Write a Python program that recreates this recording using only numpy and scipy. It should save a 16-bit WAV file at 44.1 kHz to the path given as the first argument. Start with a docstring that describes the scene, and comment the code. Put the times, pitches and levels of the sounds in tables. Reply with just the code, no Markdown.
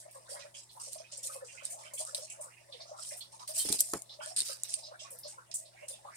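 """A lizard lunges for its food

A large lizard scrambles over stacked slate in a terrarium, lunges through the bedding and seizes its
food. Claws and scales scuff the stone, grit clicks, its weight thumps the floor and something thin
rings once. Short dry brushes, low burbles and rising gurgles come and go over rustling bedding, room
air and mains hum. The faint brushes and burbles swell and fade."""
import sys
import numpy as np
from scipy import signal
from scipy.fft import rfft, irfft
from scipy.io import wavfile
from scipy.ndimage import map_coordinates

SR = 44100
rng = np.random.default_rng(int(sys.argv[2]) if len(sys.argv) > 2 else 0)


def output_pcm(signal):
    """Save a mono or channel-first signal as 16-bit PCM at the path in sys.argv[1].

    Samples are clipped to [-1, 1] before scaling.
    """
    pcm = np.clip(np.atleast_2d(signal).T, -1, 1) * 32767
    wavfile.write(sys.argv[1], SR, np.round(pcm).astype(np.int16))


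N = 271656
TIME = np.arange(N) / SR

# tone of fine grit hissing: pitch_hz, relative_db
HISS_TONE = [(3000, -47), (5000, -17.5), (6500, -6.5), (7500, -2), (8700, 2), (9600, -2.5), (10500, -11),
             (13000, -21), (15500, -26.5), (17000, -83)]
# duller tone of scales rasping: pitch_hz, relative_db
RASP_TONE = [(1500, -23), (2500, -10.5), (3100, -7.5), (3700, -4.5), (4500, -2), (5300, 3), (6500, -6),
             (9000, -42)]
# drags of claws and scales: start_s, length_s, hiss_db, rasp_db, brightness_db_per_octave, attack_s
DRAGS = [(0, 0.0087, -51, -60, 2, 0.00078), (0.109, 0.016, -57, -80, 22, .004),
         (0.141, 0.013, -50.5, -69, 3, 0.011), (0.287, 0.053, -45.5, -52, 8, 0.02),
         (0.389, 0.034, -59.5, -54.5, -29, 0.0084), (0.54, 0.055, -47.5, -55.5, -15, 0.016),
         (0.709, 0.12, -60.5, -68.5, 18, 0.0062), (0.797, 0.09, -45, -55, -5, 0.0062),
         (0.908, 0.04, -43.5, -57, 2, 0.018), (0.977, 0.023, -64, -54.5, -13, 0.0058),
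         (1.114, 0.032, -48, -51, -17, 0.011), (1.169, 0.013, -45.5, -73, -4, 0.0057),
         (1.227, 0.045, -38, -52.5, 0.5, 0.0063), (1.316, 0.03, -44, -56, 8, .012),
         (1.443, 0.12, -53.5, -65.5, -17, 0.0082), (1.628, 0.032, -43, -52, 2, 0.024),
         (1.697, 0.026, -41, -70, 3, 0.0028), (1.784, 0.085, -55.5, -61, -2, 0.0059),
         (1.935, 0.027, -43, -63.5, 10, 0.0022), (1.977, 0.039, -38, -50, 0, 0.015),
         (2.061, 0.047, -50, -57, -3, 0.0069), (2.148, 0.024, -43, -48, 15, 0.0023),
         (2.196, 0.061, -49.5, -57.5, -16, 0.0071), (2.298, 0.025, -45.5, -78, -10, .003),
         (2.407, 0.011, -40, -84, 5, 0.0092), (2.864, 0.04, -57, -63, -49, 0.018),
         (2.959, 0.078, -46.5, -51.5, 0, 0.061), (3.04, 0.053, -41, -52, 1, 0.039),
         (3.107, 0.028, -46, -53, 7, 0.016), (3.166, 0.025, -46, -61, 18, 0.0072),
         (3.318, 0.038, -57, -62.5, -7, 0.0031), (3.393, 0.024, -54.5, -54.5, -4, 0.0041),
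         (3.474, 0.03, -42, -48, 18, 0.0035), (3.533, 0.056, -33.5, -46, 7, 0.034),
         (3.575, 0.032, -30, -42, 17, 0.0092), (3.643, 0.028, -39.5, -42.5, 15, 0.014),
         (3.685, 0.0094, -39, -40.5, 10, 0.004), (3.712, 0.033, -34, -43, 6, 0.012),
         (3.784, 0.034, -34.5, -51.5, 3, 0.0046), (3.833, 0.14, -43.5, -58.5, 4, 0.007),
         (4.214, 0.091, -48, -51.5, 1, 0.019), (4.361, 0.04, -36.5, -41.5, 5, 0.006),
         (4.441, 0.079, -41, -45, 11, 0.018), (4.58, 0.042, -63, -62.5, 2, 0.011),
         (4.641, 0.012, -49, -47, 18, 0.0048), (4.677, 0.064, -41.5, -50.5, -7, 0.022),
         (4.777, 0.014, -49.5, -52.5, 0, 0.014), (4.991, 0.045, -52, -53, -20, 0.009),
         (5.102, .032, -47.5, -71, 17, 0.0058), (5.184, 0.0074, -50, -70, 32, .005),
         (5.274, 0.037, -48, -56.5, -4, 0.0092), (5.512, 0.0047, -52, -49.5, -17, 0.0027),
         (5.54, 0.016, -33.5, -74, 4, 0.0027), (5.881, 0.025, -42.5, -53, 3, 0.0025),
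         (6.143, 0.033, -45, -64, 5, 0.027)]
def scuffs(t60=0.22, lunge_t60=0.24, dig_db=-11, catch=0.24, catch_s=0.01):
    """Claws and scales slip over stone in many tiny jerks; hard drags add a lower, digging sound."""
    out, t = np.zeros((2, N)), np.arange(2 ** 14) / SR
    for start, length, hiss_db, rasp_db, bright_db, attack_s in DRAGS:
        force = np.clip((rasp_db + 54) / 14, 0, 1)
        hiss = grit(t, rate=900, spread_db=3.5, smooth_db=0, grain_s=0.0015)
        hiss = colour(hiss, HISS_TONE, bright_db, ripple_db=3.5, ripple_hz=130)
        hiss = shifting_stone(hiss, depth_db=2.5, spacing_hz=671, rate=21.2)
        rasp = grit(t, rate=700, spread_db=3.3, smooth_db=2, grain_s=0.0012)
        rasp = colour(rasp, RASP_TONE, ripple_db=3, ripple_hz=130)
        rasp = shifting_stone(rasp, depth_db=5, spacing_hz=300, rate=55)
        dig = grit(t, rate=400, spread_db=3, smooth_db=0, grain_s=0.0023)
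        rasp += force * undb(dig_db) * unit(band(dig, hz=2700, octaves=1.9, order=2))
        sound = hiss * undb(hiss_db) * sides(-0.37) + rasp * undb(rasp_db) * sides(-7.5)
        sound *= undb(1.1 * wander(170)[:len(t)])  # claws catch and let go
        sound *= 1 + catch * np.exp(-t / catch_s)  # the first catch bites hardest
        add(out, start, sound * stroke(t, length, attack_s, t60 + force * (lunge_t60 - t60)))
    return out


# claw tips and grit snapping: start_s, snap_db, knock_above_snap_db, width_octaves, left_minus_right_db
GRIT_SNAPS = [(.932, -28, -23, 0.74, -10.5), (1.364, -31, -25, 0.49, 1), (1.6527, -21.5, -29, 0.13, -8),
              (2.0509, -26.5, -22, 0.35, 0), (2.1473, -19.5, -5, 0.23, -1), (3.689, -23, -8, 0.3, 0),
              (3.694, -20.5, -13, 0.17, -9), (3.7258, -11.5, -15, 1, 1), (3.727, -13.5, -7, 0.37, -3),
              (3.7322, -21, -20, 0.26, -5), (3.791, -23.5, -3.5, .4, -1), (3.7963, -18.5, -15, 0.33, -3),
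              (3.8022, -23, -7, 0.82, -1), (3.8059, -5, -36, 1.02, -3.5), (3.8096, -13, -29, 0.2, 11),
              (3.8152, -23, -14, 0.26, 1), (3.936, -15.5, -17, .7, -2), (4.0205, -27, -31, 0.6, 3),
              (4.2605, -26, -16, .3, 2), (4.3635, -21.5, -14, 0.2, 2), (4.3667, -25, -10, 0.21, -2),
              (4.3728, -18.5, -25, 0.089, -2), (4.383, -20, -13, 0.11, -3), (4.3872, -17, -12, 0.23, 0),
              (4.3907, -19, -5, 0.16, 3), (4.394, -26, -4, 0.26, -2), (4.404, -17, -4.5, 0.14, 1),
              (4.411, -23.5, -2, 0.29, 5), (4.419, -20.5, -6, 0.24, 0), (4.6348, -15, -21, 0.52, 0),
              (4.74, -18.5, -6, 0.1, -4.5), (5.516, -48.5, 12, 0.55, 5)]
def clicks(snap_hz=8760, knock_hz=4380, knock_octaves=0.43, tail_s=0.0095, tail_db=-17):
    """A grain gives way: a high snap over a lower knock, then scatter from nearby stone and glass."""
    out, t = np.zeros((2, N)), np.arange(SR // 16) / SR
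    for start, db, knock_db, octaves, pan_db in GRIT_SNAPS:
        ring_s = np.interp(db, [-18, -10], [0.00023, 0.00035])  # hard cracks last longer
        shape = t / ring_s * np.exp(1 - t / ring_s) + undb(tail_db) * np.exp(-t / tail_s)
        snap = (snap_hz, octaves, undb(db) * sides(pan_db))
        knock = (knock_hz, knock_octaves, undb(db + knock_db) * sides(-7))
        for hz, width, gain in snap, knock:
            burst = band(rng.choice([-1., 1.], (2, len(t))) * shape, hz, width, order=2)
            add(out, start, burst / np.abs(burst).max(axis=1, keepdims=True) * gain)
    return out


# the notes the floor rings with: pitch_hz, relative_db, fade_s
FLOOR_NOTES = [(192.4, -11, 0.1), (288, 1.5, 0.077), (359, -2, 0.079), (437, 6, 0.05), (548, -2, 0.056),
               (690, 13, 0.0079), (866, 3, 0.082), (1330, 12.5, 0.013), (1650, 4, 0.043)]
# body and feet landing: start_s, peak_db, cutoff_hz
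LANDINGS = [(3.651, -36.5, 250), (3.687, -38, 1400), (3.699, -30, 243), (3.727, -36, 900),
            (3.745, -35, 520), (3.794, -49.5, 350), (3.935, -22.5, 2120), (3.939, -26, 1800),
            (3.945, -32, 600), (3.966, -40, 1300), (4.379, -48.5, 500), (4.415, -49, 500), (4.74, -59, 296)]
def thumps(crunch_s=0.017, spread=0.68):
    """Landings ring the floor and crunch the bedding; soft ones lose the higher notes."""
    out, t = np.zeros((2, N)), np.arange(SR // 4) / SR
    for start, db, cutoff_hz in LANDINGS:
        floor = 0
        for hz, note_db, t60 in FLOOR_NOTES:
            # higher notes reach left and right further out of step
            phase = rng.uniform(0, 2 * np.pi) + spread * hz / 1000 * np.array([[1], [-1]])
            note = np.sin(2 * np.pi * hz * rng.normal(1, 0.031) * t + phase)
            floor += undb(note_db) * fade(t, t60) * note
        noise = rng.standard_normal(len(t)) + .5 * rng.standard_normal((2, len(t)))
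        crunch = 1.3 * unit(band(noise, hz=400, octaves=3.4)) * np.exp(-t / crunch_s)
        blow = pass_filter(floor + crunch, "low", cutoff_hz, order=2)
        add(out, start, blow / np.abs(blow).max() * undb(db))
    return out


def thin_ring(start_s=3.59, swell_s=0.012):
    """The lunge rubs a thin object: two high tones build up, then ring out."""
    t = np.maximum(TIME - start_s, 0)
    ringing_s = np.maximum(t - swell_s, 0)
    lower = undb(-38.5) * fade(ringing_s, t60=0.16) * np.sin(2 * np.pi * 3143 * t)
    upper = undb(-36) * fade(ringing_s, t60=0.081) * np.sin(2 * np.pi * 4310 * t)
    return np.minimum(t / swell_s, 1) * (lower + upper)


# the clearest dry brushes: start_s, pitch_hz, relative_db, length_s
CLEAR_BRUSHES = [(.144, 938, -54.5, 0.017), (.343, 1100, -57, 0.045), (.395, 2700, -64, 0.015),
                 (.541, 2835, -54.5, 0.011), (.692, 4010, -58.5, 0.0082), (1.04, 2710, -60.5, 0.015),
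                  (1.29, 1277, -51, 0.014), (1.345, 1013, -57, 0.026), (1.48, 2536, -59, 0.025),
                 (1.571, 2505, -54.5, 0.028), (1.771, 1220, -59, 0.099), (1.847, 2640, -58, 0.021),
                 (1.971, 2950, -52.5, 0.011), (2.0, 848, -52.5, 0.016), (2.066, 1402, -54, 0.017),
                 (2.296, 2600, -55, 0.0056), (2.565, 2375, -63, 0.021), (2.722, 3670, -48.5, 0.0086),
                 (2.802, 4565, -50, 0.01), (3.106, 2084, -59, 0.025), (3.205, 3960, -47, 0.0097),
                 (3.324, 910, -51, 0.0078), (4.092, 4380, -51.5, 0.025), (4.198, 2780, -57.5, 0.038),
                 (4.196, 900, -56.5, 0.033), (4.204, 1358, -47.5, 0.026), (4.485, 1360, -55.5, 0.04),
                 (4.833, 4680, -49.5, 0.02), (4.991, 3164, -55, 0.021), (5.04, 1068, -55, 0.026),
                 (5.045, 2276, -63.5, 0.029), (5.232, 4670, -49.5, 0.02), (5.374, 1258, -51, 0.019),
                 (5.652, 4230, -61, 0.014), (5.927, 3180, -57.5, 0.017)]
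def brushes(gain_db=2, attack_cycles=15, t60=0.18, faint_s=0.0235, follow=0.88):
    """Light, dry brushes: low ones rise most; high ones start sharply and trail more rustle."""
    out, t = np.zeros((2, N)), np.arange(2 ** 13) / SR
    faint = [(start, 830 * 3.6 ** pitch, -75 - 2 * pitch + follow * swell_db + 7 * size, faint_s)
             for start, swell_db, pitch, size in chance_events(count=100)]
    for start, hz, db, length in list(CLEAR_BRUSHES) + faint:
        rise = np.interp(hz, [1000, 4000], [6, 1.5])
        noise = pitched_noise(t, hz, width=0.33, rise=rise, length=length, lag_s=0.00045, diffuse=1)
        noise = colour(noise, ripple_db=7.0, ripple_hz=91.3)
        rustle = unit(band(rng.standard_normal((2, len(t))), hz, octaves=0.7, order=2)) * hz / 7000
        sound = shaped(noise, stroke(t, length, attack_cycles / hz, t60))
        sound += rustle * stroke(t, 2 * length, 2 * length, t60)
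        add(out, start, sound * undb(db + gain_db) * sides_by_pitch(hz))
    return out


# soft rising gurgles: start_s, length_s, rough_start_hz, rough_end_hz, relative_db
GURGLES = [(0.749, .075, 780, 1138, -55), (2.395, 0.091, 800, 1250, -59), (2.91, 0.077, 700, 1150, -54),
           (3.389, 0.046, 820, 1100, -52.5), (4.774, 0.067, 610, 790, -63.5), (4.904, .05, 848, 1450, -56),
           (2.49, 0.059, 1945, 2400, -65.5), (5.748, 0.1, 1750, 2440, -60), (6.039, 0.0498, 700, 1108, -50),
           (6.096, 0.076, 1450, 2160, -60.5)]
def gurgles(gain_db=2, swell=0.34, t60=0.12, width=.4, rustle_db=-8):
    """A narrow band of sound swells and climbs, breaking into little drips inside a wider rustle."""
    out, t = np.zeros((2, N)), np.arange(2 ** 14) / SR
    for start, length, first_hz, last_hz, db in GURGLES:
        hz = np.sqrt(first_hz * last_hz)
        rise = np.log2(last_hz / first_hz) / length
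        noise = pitched_noise(t, hz, width, rise, length / 2, lag_s=0.00044, diffuse=0.92, pure=0.41)
        drips = colour(noise, ripple_db=4.5, ripple_hz=110) * undb(3.5 * wander(70)[:len(t)])
        rustle = unit(band(rng.standard_normal((2, len(t))), hz, octaves=0.95, order=3))
        sound = shaped(drips + undb(rustle_db) * rustle, stroke(t, length, swell * length, t60))
        add(out, start, sound * undb(db + gain_db) * sides_by_pitch(hz))
    return out


# the clearest low plops: middle_s, pitch_hz, relative_db
PLOPS = [(.066, 608, -50), (.162, 560, -49), (.325, 571, -46), (.355, 590, -47.5), (.393, 579, -51),
         (.456, 582, -47), (.88, 568, -52), (.966, 620, -47), (1.006, 631, -46.5), (1.135, 581, -53.5),
         (1.305, 567, -51.5), (1.36, 542, -44), (1.432, 525, -41.5), (1.94, 557, -53.5), (2.01, 605, -43),
         (2.14, 600, -51.5), (2.188, 556, -46.5), (2.232, 607, -48), (2.4, 597, -44.5), (2.752, 508, -50.5),
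         (2.81, 630, -49.5), (2.921, 600.4, -43.5), (3.129, 594, -46.5), (3.503, 609, -44.5),
         (3.58, 652, -51.5), (4.204, 606, -44.5), (4.274, 609, -45.5), (4.318, 674, -47), (4.5, 570, -45),
         (4.781, 624, -52.5), (4.89, 605, -51.5), (4.925, 598, -48), (5.025, 633, -53.5),
         (5.134, 533, -51.5), (5.26, 592, -43.5), (5.831, 591, -46.5), (5.912, 563, -51.5),
         (5.945, 609, -54), (6.06, 575, -53)]
def burbles(gain_db=-1, length=0.018, t60=0.12, edge_db=-13, hollow_hz=622, follow=0.56, lag_s=0.00047):
    """Hollow plops with a rough upper edge, run together by fainter ones and a wavering murmur."""
    out, t = np.zeros((2, N)), np.arange(2 ** 13) / SR
    faint = [(middle, 540 * 1.55 ** (pitch ** 2), -62 + follow * swell_db + 8 * size)
             for middle, swell_db, pitch, size in chance_events(count=55)]
    for middle, hz, db in list(PLOPS) + faint:
        rise = np.interp(hz, [560, 610], [-5, 4])  # low plops sag, high ones lift
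        note = pitched_noise(t, hz, width=0.23, rise=rise, length=length, lag_s=lag_s,
                             diffuse=0.8, pure=2)
        edge = pitched_noise(t, hz * 1.4, width=0.8, rise=0.9, length=length, lag_s=lag_s, diffuse=1)
        plop = shaped(unit(note) + undb(edge_db) * unit(edge), stroke(t, length, 0.013, t60))
        add(out, middle - length, plop * undb(db + gain_db))
    murmur = pitched_noise(TIME, hollow_hz, width=0.27, rise=0, length=length, lag_s=lag_s, diffuse=0.17)
    out += unit(murmur) * undb(-70 + follow * slow_swell(TIME) + 4 * wander(14))
    out += undb(-5) * band(out, hollow_hz, octaves=0.024)  # one shared hollow ring
    return pass_filter(out, "high", 410, order=8)


# bands of rustle from loose bedding: pitch_hz, relative_db
BEDDING_BANDS = [(1900, -77), (2700, -80), (3900, -75.5), (5200, -70), (7000, -76), (8800, -71.5)]
def bedding(swell_db=3, flicker_db=4, follow=.25):
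    """Disturbed bedding keeps up a faint rustle; its bands swell together and flicker alone."""
    shared_db = swell_db * wander(10) + follow * slow_swell(TIME)
    out = 0
    for hz, db in BEDDING_BANDS:
        grains = grit(TIME, rate=300, spread_db=1.5, smooth_db=-2, grain_s=0.0018)
        rustle = band(grains, hz, octaves=0.37, order=3)
        out += unit(rustle * undb(shared_db + flicker_db * wander(22))) * undb(db)
    return out * sides(-0.062)


# tone of the quiet room: pitch_hz, relative_db
AIR_TONE = [(25, -4), (60, -3), (100, -3), (180, -1.5), (300, -13.5), (420, -6), (600, -15), (900, -1),
            (1600, -22), (4000, -29), (8800, -4.5), (12000, -18.5), (16000, -23)]
def room_air(level_db=-66.5, waver_db=1.5):
    """Faint, wavering air noise, most alike left and right in the bass."""
    shared, apart = rng.standard_normal((2, N))
    apart = apart - 0.7 * pass_filter(apart, "low", 700, order=1)
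    gain = undb(level_db + waver_db * wander(9))
    return colour(shared + apart * np.array([[1], [-1]]), AIR_TONE) * gain


# tones of the electrical hum: pitch_hz, level_db
HUM_TONES = [(119.8, -73.5), (348, -85.5)]
def mains_hum():
    """Mains power hums steadily, louder on the left."""
    hum = sum(undb(db) * np.sqrt(2) * np.sin(2 * np.pi * hz * TIME) for hz, db in HUM_TONES)
    return hum * sides(6.9)


# swell of the faint background brushes, burbles and rustle: time_s, swell_db
SWELL_CURVE = [(0, -2), (.4, 19), (.68, -24.5), (.9, -8), (1.4, 9), (2.2, 5.5), (2.55, -6.5), (2.85, 5.5),
               (3.1, 7.5), (3.35, -14), (3.75, 2), (4.08, 1.5), (4.5, -13), (5.05, 1.5), (5.65, -5.5),
               (6.16, -1)]
def slow_swell(t):
    """The faint sounds swell and fade together; each takes its `follow` share of this curve."""
    return np.interp(t, *np.transpose(SWELL_CURVE))


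def chance_events(count):
    """Random moments spread through the scene: time_s, swell_db, pitch (0-1), size (0-1)."""
    slot, pitch, size = rng.random((count, 3)).T
    start = (np.arange(count) + slot) / count * N / SR
    return zip(start, slow_swell(start), pitch, size)


def grit(t, rate, spread_db, smooth_db, grain_s):
    """Tiny slips of uneven size, about `rate` a second, over smooth noise; left and right differ."""
    slips = rng.random(len(t)) < rate / SR
    sizes = undb(spread_db * np.minimum(rng.exponential(size=len(t)), 4))
    power = signal.lfilter([1], [1, -np.exp(-2 / (grain_s * SR))], (slips * sizes) ** 2) + 1e-9
    return np.sqrt(power / power.mean() + undb(2 * smooth_db)) * rng.standard_normal((2, len(t)))


def shifting_stone(x, depth_db, spacing_hz, rate):
    """The pitches the stone favours keep changing as a claw moves across it."""
    hz, t, spectrum = signal.stft(x, SR, nperseg=256)
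    bumps = rng.standard_normal((256, 128))
    positions = np.array(np.meshgrid(hz / spacing_hz, t * rate, indexing="ij"))
    gain_db = depth_db * map_coordinates(bumps, positions, order=1, mode="mirror")
    return unit(signal.istft(spectrum * undb(gain_db), SR)[1][:, :x.shape[-1]])


def pitched_noise(t, hz, width, rise, length, lag_s, diffuse, pure=0):
    """Noise around one pitch, gliding `rise` octaves a second; `pure` adds a clean tone."""
    noise = rng.standard_normal((3, 2 * len(t))) + 1j * rng.standard_normal((3, 2 * len(t)))
    noise = pass_filter(noise, "low", width * hz / 2, order=4)[:, len(t):]
    glide_hz = hz * 2 ** (rise * (np.minimum(t, 2 * length) - 0.76 * length))
    phase = 2 * np.pi * np.cumsum(glide_hz) / SR
    left_first = np.exp(1j * np.pi * hz * lag_s * np.array([[1], [-1]]))
    direct = (noise[0] + pure * noise.std()) * left_first
    return ((direct + diffuse * noise[1:]) * np.exp(1j * phase)).real


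def colour(x, points=((100, 0), (1000, 0)), tilt_db=0, ripple_db=0, ripple_hz=300):
    """Shape a tone with (pitch_hz, relative_db) points, a treble tilt and random peaks and dips."""
    hz, db = np.transpose(points)
    f = np.maximum(np.fft.rfftfreq(x.shape[-1], 1 / SR), 1)
    gain_db = np.interp(np.log(f), np.log(hz), db) + tilt_db * np.log2(np.clip(f, 6000, 13000) / 6000)
    gain_db += ripple_db * np.interp(f / ripple_hz, np.arange(512), rng.standard_normal(size=512))
    gain = undb(gain_db) * np.minimum(f / hz[0], 1) ** 2  # falls away below the first point
    return unit(irfft(rfft(x) * gain, x.shape[-1]))


def band(x, hz, octaves, order=1):
    """Keep a range of pitches around hz."""
    edges = np.clip(hz * 2 ** (np.array([-.5, .5]) * octaves), [10, 20], [SR * .4, SR * .48])
    return pass_filter(x, "band", edges, order)


def pass_filter(x, kind, hz, order):
    """Let the lows, the highs or a band through; a higher order cuts more steeply."""
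    return signal.sosfilt(signal.butter(order, hz, kind, fs=SR, output="sos"), x)


def stroke(t, length, attack_s, t60):
    """A sound builds up, holds, and dies away in the enclosure."""
    return np.clip(t / attack_s, 0, 1) * fade(np.clip(t - length, 0, 1), t60)


def fade(t, t60):
    """Die away by 60 dB every t60 seconds."""
    return np.exp(-np.log(1000) * t / t60)


def shaped(x, shape):
    """Apply a loudness curve so that the held part has an average level near 1."""
    return x * shape * np.sqrt(np.sum(shape ** 2) / np.mean(np.sum((x * shape) ** 2, axis=1)))


def wander(rate):
    """Drift to a new random value `rate` times a second."""
    knots = rng.standard_normal(int(N / SR * rate) + 2)
    return np.interp(TIME * rate, np.arange(len(knots)), knots)


def sides_by_pitch(hz):
    """Left and right gains of a soft sound: middle pitches lie furthest right."""
    return sides(np.interp(hz, [1200, 2400, 4500], [0, -10, -2]))


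def sides(pan_db):
    """Left and right gains; positive is louder on the left."""
    return undb(np.array([[pan_db], [-pan_db]]) / 2)


def undb(db):
    """Decibels to gain."""
    return 10 ** (np.asarray(db) / 20)


def unit(x):
    """Scale to an average (rms) level of 1."""
    return x / np.sqrt(np.mean(x ** 2))


def add(out, start, x):
    """Mix a sound in at `start` seconds."""
    i = int(start * SR)
    x, i = x[..., max(-i, 0):], max(i, 0)
    out[:, i:i + x.shape[-1]] += x[..., :max(N - i, 0)]


def scene():
    """The lizard's movements over the background."""
    lizard = scuffs() + clicks() + thumps() + thin_ring()
    return lizard + brushes() + gurgles() + burbles() + bedding() + room_air() + mains_hum()


def record(dry, bass_hz=45, top_hz=16300):
    """The recorder cuts the deep bass and the highest treble."""
    dry = pass_filter(dry, "high", bass_hz, order=3)
    return signal.sosfilt(signal.ellip(8, .2, 70, top_hz, fs=SR, output="sos"), dry)


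dry = scene()
out = record(dry)
output_pcm(out)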